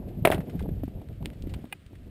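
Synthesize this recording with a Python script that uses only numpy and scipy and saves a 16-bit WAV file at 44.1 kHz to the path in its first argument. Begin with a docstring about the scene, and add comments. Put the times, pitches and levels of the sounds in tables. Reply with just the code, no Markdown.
"""Wind buffets a microphone, a low rumble with a faster flutter and a thin hiss: noise shaped in colour and level.
A horse trots over ground poles in a sandy paddock: a hoof raps a hollow pole, which rattles and scrapes
on its block (pushes and noise into resonances). Damped sines give the hoof thuds and thrown clods;
filtered noise gives the grit; hard clicks and a late echoing tap ring short resonances.
The sound is sampled coarsely and held, so the low range is mirrored in the treble."""
import sys
import numpy as np
from scipy.fft import rfft, irfft, next_fast_len
from scipy.io import wavfile
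from scipy.ndimage import map_coordinates

SR = 44100
rng = np.random.default_rng(int(sys.argv[2]) if len(sys.argv) > 2 else 0)


def master(y):
    """Save y as 16-bit WAV."""
    cut = np.clip(np.atleast_2d(y).T, -1, 1)
    pcm = np.round(cut * 32767)  # scale
    wavfile.write(sys.argv[1], SR, pcm.astype(np.int16))


N = 92610  # samples, 2.1 s
T = np.arange(SR // 5) / SR  # time within one short event, s


def amp(db):
    """Level definition: 20 dB is a factor of ten in amplitude."""
    return 10 ** (np.asarray(db) / 20)


def unit(x):
    """Normalisation to a root-mean-square of one."""
    return x / np.sqrt(np.mean(x ** 2) + 1e-20)


def curve(rows):
    """Linear interpolation of (t/s, value) rows, one value per sample."""
    return np.interp(np.arange(N) / SR, *np.transpose(rows))


def wobble(rate):
    """Spline interpolation of random knots, rate of them a second: a smooth random curve."""
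    return map_coordinates(rng.standard_normal(N // 100), [np.arange(N) * rate / SR])


def filtered(x, response):
    """Linear filtering: the spectrum of x times a complex response of frequency."""
    m = next_fast_len(len(x) + 8192)
    hz = np.fft.rfftfreq(m, 1 / SR)
    return irfft(rfft(x, m) * response(hz), m)[:len(x)]


def noise(points):
    """Spectral shaping: white noise coloured by (f/Hz, level/dB) points on a log frequency axis."""
    f, level_db = np.transpose(points)
    return filtered(rng.standard_normal(N), lambda hz: amp(np.interp(np.log(hz + 1), np.log(f + 1), level_db)))


def peak(f, hz, width_hz):
    """Resonance: the causal band-pass response of one damped mode, unity at its centre."""
    return 1j * f * width_hz / (hz * hz - f * f + 1j * f * width_hz)


def ring(hz, cycles, edge):
    """Free damped oscillation: a sine with a softened start, falling to 1/e over the given cycles."""
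    start = (1 - np.exp(-T * hz * edge)) ** 2
    return np.sin(2 * np.pi * hz * T) * np.exp(-T * hz / cycles) * start


def burst(db, t60, rise_s=0.0012):
    """Exponential decay of random contact: gritty noise that starts fast and falls 60 dB in t60."""
    return amp(db - 60 * T / t60) * (1 - np.exp(-T / rise_s)) * rng.standard_normal(len(T))


def spread(f, delay_s):
    """Dispersion of bending waves: delay (delay_s at 1 kHz) falls as 1/sqrt(f), counted from that at 600 Hz."""
    return np.exp(-2j * np.pi * delay_s * (2 * np.sqrt(1000 * f) - f * np.sqrt(1000 / 600)))


def add(track, s, x):
    """Superposition: mix x into track from second s."""
    part = track[round(s * SR):][:len(x)]
    part += x[:len(part)]


# Wind course: t/s, low buffeting level/dB, flutter level/dB (before the lift)
WIND = [(0.0, -46, -40.5), (0.04, -38, -42.5), (0.16, -44, -49), (0.23, -34, -44), (0.26, -46, -33.5),
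        (0.34, -34.5, -43), (0.43, -43.5, -43), (0.55, -41, -42), (0.62, -30, -59), (0.66, -35, -39.5),
        (0.69, -36.5, -45.5), (0.78, -35.5, -47), (0.81, -43, -52), (0.84, -34, -60.5), (0.93, -48, -52.5),
        (0.96, -38, -45.5), (1.06, -52.5, -54), (1.1, -39, -52.5), (1.2, -43, -56), (1.22, -37.5, -45.5),
        (1.34, -48.5, -53), (1.44, -37.5, -53), (1.57, -40, -49.5), (1.71, -63, -59.5), (1.75, -49, -58),
        (1.78, -56.5, -64), (1.96, -46, -61), (1.98, -50, -58), (2.02, -45, -60), (2.1, -45.5, -56)]
# Relative spectra of buffeting, flutter and hiss: f/Hz, level/dB
RUMBLE = [(12, -27.5), (28, -3), (65, 0.5), (120, -2.5), (200, -12), (400, -54), (1000, -120)]
FLUTTER = [(50, -62), (120, -4), (190, -2), (300, -4), (450, -12.5), (650, -16), (900, -27.5), (1300, -44),
           (2000, -52.5), (4000, -120)]
HISS = [(500, -24), (1200, -4.5), (2200, -3), (3000, -2), (4500, -5.5), (6000, -7)]
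# Background hiss course: t/s, level/dB (before the lift)
AIR = [(0.0, -66), (0.17, -63.5), (0.44, -63), (0.5, -60), (0.67, -64), (1.27, -65.5), (1.46, -62.5),
       (1.59, -61.5), (1.86, -64.5), (2.1, -65.5)]
LIFT_DB = 2.5  # added to flutter and hiss
GRAIN_DB, GRAIN_RATE = 2.5, 61  # flutter unevenness: depth, knots a second


def wind():
    """Amplitude-modulated turbulence noise: low buffeting and a faster flutter over a thin hiss."""
    s, low_db, flutter_db = np.transpose(WIND)
    low = unit(amp(0.5 * wobble(13.74)) * noise(RUMBLE))
    flutter = unit(amp(GRAIN_DB * wobble(GRAIN_RATE)) * noise(FLUTTER))
    hiss = unit(noise(HISS) * amp(0.5 * wobble(40)))
    low_level = amp(curve(np.c_[s, low_db]))
    flutter_level = amp(curve(np.c_[s, flutter_db]) + LIFT_DB)
    hiss_level = amp(curve(AIR) + LIFT_DB)
    return low_level * low + flutter_level * flutter + hiss_level * hiss


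# Grit and tack ticks: t/s, noise level before filtering/dB, centre f/Hz, t60/s
TICKS = [(.085, -46, 2700, 0.081), (.496, -39, 2600, 0.071), (.592, -36, 2040, 0.096),
         (.625, -39.5, 2830, 0.026), (.689, -45.5, 2120, 0.056), (.835, -38, 2170, 0.035),
         (.853, -51, 3540, 0.096), (.879, -49, 2000, 0.09), (1.015, -47.5, 1970, 0.063),
         (1.087, -35.5, 1980, 0.012), (1.127, -53, 2800, .08), (1.248, -46, 2500, 0.23),
         (1.330, -45.5, 2530, 0.068), (1.470, -45, 2500, 0.054), (1.493, -43.5, 3100, 0.12),
         (1.541, -29, 2450, 0.028), (1.641, -45, 1500, 0.025), (1.653, -39, 2000, 0.023),
         (1.863, -39.5, 3500, 0.018), (1.931, -56, 1500, .1), (1.953, -41.5, 2500, 0.031)]
TICK_WIDTH_RATIO = 1.61  # width over centre of each of two cascaded resonances


def ticks():
    """Band-passed noise bursts: short puffs of grit, each with its own colour."""
    out = np.zeros(N)
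    for s, db, hz, t60 in TICKS:
        puff = burst(db, t60, rise_s=0.0005)
        add(out, s, filtered(puff, lambda f: peak(f, hz, TICK_WIDTH_RATIO * hz) ** 2))
    return out


# Hard dry clicks: t/s, edge level/dB, ring f/Hz, ring width before squaring/Hz,
# body level re ring/dB, tail level re edge/dB
CLICKS = [(1.2272, -42, 2540, 3500, -2, -22), (1.2581, -17.5, 2910, 2870, -8, -9),
          (1.3025, -36.5, 2200, 2500, -24, -20), (1.4235, -34.5, 4000, 4060, -20, -5),
          (1.5392, -29, 3200, 2970, -22, -11.5)]
BODY_HZ, BODY_WIDTH_HZ, TAIL_T60 = 835, 270, 0.026  # low resonance; tail decay in s


def click():
    """Impulse response: a hard edge rings a bright and a low resonance, with a brief gritty tail."""
    out = np.zeros(N)
    for s, db, hz, width_hz, body_db, tail_db in CLICKS:
        edge = amp(db) * (8 * (T == 0) + burst(tail_db, TAIL_T60))
        body = lambda f: amp(body_db) * peak(f, BODY_HZ, BODY_WIDTH_HZ)
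        add(out, s, filtered(edge, lambda f: peak(f, hz, width_hz) ** 2 + body(f)))
    return out


# Light tap, lead-in contacts first: t/s, level/dB
TAP = [(1.7189, -42.5), (1.726, -29.5), (1.7271, -14.5)]
# Resonances of the tap: f/Hz, width before squaring/Hz, level/dB
TAP_RING = [(810, 680, -5.5), (1730, 570, -4.5), (2080, 500, -2.5), (2450, 810, 0.5), (3380, 430, -16)]
ECHO_S, ECHO_DB, LATER_ECHO_DB = 0.00243, -2, -9  # spacing; first echo; each further one re the last
TAP_SPREAD_S, TAP_TAIL_DB = 0.00159, -8  # bending-wave delay at 1 kHz; gritty tail


def tap():
    """Dispersion and end reflection: an edge smeared into a falling chirp, repeated by the pole's ends."""
    out = np.zeros(N)
    for s, db in TAP:
        add(out, s, amp(db) * (8 * (T == 0) + burst(TAP_TAIL_DB, 0.027)))
    lag = lambda f: np.exp(-2j * np.pi * f * ECHO_S)
    # the geometric series sums all the later echoes
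    echoes = lambda f: 1 + amp(ECHO_DB) * lag(f) / (1 - amp(LATER_ECHO_DB) * lag(f))
    modes = lambda f: sum(amp(db) * peak(f, hz, w) ** 2 for hz, w, db in TAP_RING)
    return filtered(out, lambda f: spread(f, TAP_SPREAD_S) * echoes(f) * modes(f))


# Hoof falls in sand: t/s, level/dB, pitch f/Hz, cycles to fade to 1/e
THUDS = [(0.174, -20.5, 155, 1.24), (.223, -15.5, 136, 0.92), (0.388, -14.5, 174, 0.81),
         (0.552, -17, 180, 0.9), (0.625, -21.5, 194, 1.33), (0.681, -19, 186.4, 0.94),
         (.689, -17.5, 327, 0.68), (0.714, -18, 151, 0.76), (0.834, -21.5, 267, 2.2),
         (.879, -16, 219, 0.47), (1.224, -34, 252, 0.85), (1.258, -23.5, 355, 0.5),
         (1.270, -27.5, 224, 0.95), (1.439, -17.5, 270, 0.33), (1.471, -21, 277, 0.87),
         (1.523, -23, 92.6, 0.87), (1.564, -16.5, 147, 0.4), (1.641, -23, 242, 0.77),
         (1.930, -31, 250, 0.66)]
# Clods of sand landing: t/s, level/dB, pitch f/Hz
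CLODS = [(.606, -31.5, 840), (.615, -27, 406), (.636, -33, 500), (.660, -34, 830), (.689, -38, 630),
         (0.8342, -25.5, 620), (.880, -36, 696), (1.016, -37, 704), (1.227, -37, 920), (1.331, -39.5, 590),
         (1.539, -34.5, 950), (1.642, -35.5, 650), (1.932, -46, 650)]
THUD_EDGE, CLOD_CYCLES, CLOD_EDGE = 4.47, 1.34, 3.3  # start sharpness; cycles of fading


def hooves():
    """Heavily damped oscillation: soft low pushes of hooves in sand, and higher pats of thrown clods."""
    out = np.zeros(N)
    for s, db, hz, cycles in THUDS:
        add(out, s, -amp(db) * ring(hz, cycles, THUD_EDGE))
    for s, db, hz in CLODS:
        add(out, s, amp(db) * ring(hz, CLOD_CYCLES, CLOD_EDGE))
    return out


# Contacts of the pole: t/s, blow level before POLE_DB/dB, contact time/ms, clack level/dB, clack f/Hz,
# rattle level/dB, rattle t60/s
KNOCKS = [(0.2498, -40.5, 0.4, -38, 1500, -32.5, .03), (0.2513, -4.5, 0.63, -14, 3300, -27, 0.028),
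          (0.252, -8.5, 0.73, -3, 2420, -6, 0.054), (0.2543, -14, 0.35, -6.5, 3300, -24, .04),
          (0.2572, -23, 0.45, -7, 2130, -32, .04), (0.2581, -22, 1.4, -38, 1500, -36, 0.11),
          (0.272, -19, 0.73, -18, 2500, -31, .04), (0.2738, -6, 1, -9.5, 2350, -21, .05),
          (0.2788, -17, 1.2, -19, 1970, -21.5, .1), (.3010, -25.5, 1.3, -46, 1800, -44, .04),
          (.3020, -8, 1.1, -25, 2320, -20, .06), (0.3162, -26, 0.31, -12.5, 3300, -15, 0.12),
          (.3210, -25, 0.31, -13.5, 2000, -25, .06), (.3235, -25, 0.85, -14.5, 1750, -27, .05),
          (0.326, -21.5, 0.42, -27, 1170, -27.5, .07), (0.3294, -23.5, 1.04, -34, 810, -30.5, .06),
          (.3330, -27, 0.96, -21, 2090, -30.5, 0.11), (0.341, -17, 2.4, -33, 1500, -34, .05),
          (.3460, -3, 3.34, -20, 3140, -24, .07), (.3800, -24, 1.06, -35, 2210, -33, 0.069),
          (.4050, -39, 0.8, -35.5, 2100, -31, .06)]
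# Modes of the hollow pole: f/Hz, width/Hz, level/dB
POLE = [(155, 95, -2.5), (427, 108, 4.5), (550, 50, -15.5), (618, 126, 8), (745, 43, -8), (1080, 250, -18),
        (1500, 400, -6.5), (2120, 70, -19), (2550, 240, -10.5), (3300, 700, -32.5)]
POLE_DB, CLACK_CYCLES = 4.5, 1.8  # lift of the blows; cycles of clack fading
SPREAD_S = 0.0012  # bending-wave delay at 1 kHz, before the 600 Hz delay is taken off


def pole():
    """Modal excitation: rounded pushes and rattles ring the pole's modes, and each contact adds a clack."""
    force, clacks = np.zeros(N), np.zeros(N)
    for s, db, ms, clack_db, clack_hz, rattle_db, t60 in KNOCKS:
        # a longer contact has a lower push
        push = np.sin(np.pi * np.clip(T * 1000 / ms, 0, 1)) ** 2 / (2 * ms)
        add(force, s, amp(db + POLE_DB) * push + burst(rattle_db, t60))
        add(clacks, s, amp(clack_db) * ring(clack_hz, CLACK_CYCLES, edge=4.4))
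    modes = lambda f: sum(amp(db) * peak(f, hz, w) for hz, w, db in POLE)
    return clacks - filtered(force, lambda f: spread(f, SPREAD_S) * modes(f))


def scene():
    """Superposition of all sources in one channel."""
    return (wind() + ticks() + click() + tap() + hooves() + pole())[None]


HOLD_HZ, TOP_HZ = 12000, 15400  # coarse sampling rate; start of the upper roll-off


def record(dry):
    """Aliasing by sample and hold: low-pass, mirror images round the coarse rate, then band limit."""
    gate = lambda f: np.clip((HOLD_HZ / 2 - f) / 900 + 0.58, 0, 1)
    base = filtered(dry[0], lambda f: gate(f) / (1 + 1j * f / 4200) ** 2 * 1.27)
    # the first harmonic of the sampling comb makes the images; the sinc is the hold
    comb = 1 + 2 * np.cos(2 * np.pi * HOLD_HZ * np.arange(N) / SR)
    cut = lambda f: amp(-np.clip((f - TOP_HZ) / 1000, 0, 1) * 30) * (f < 16484)
    return filtered(base * comb, lambda f: np.sinc(f / HOLD_HZ) * cut(f))[None]


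dry = scene()
out = record(dry)
master(out)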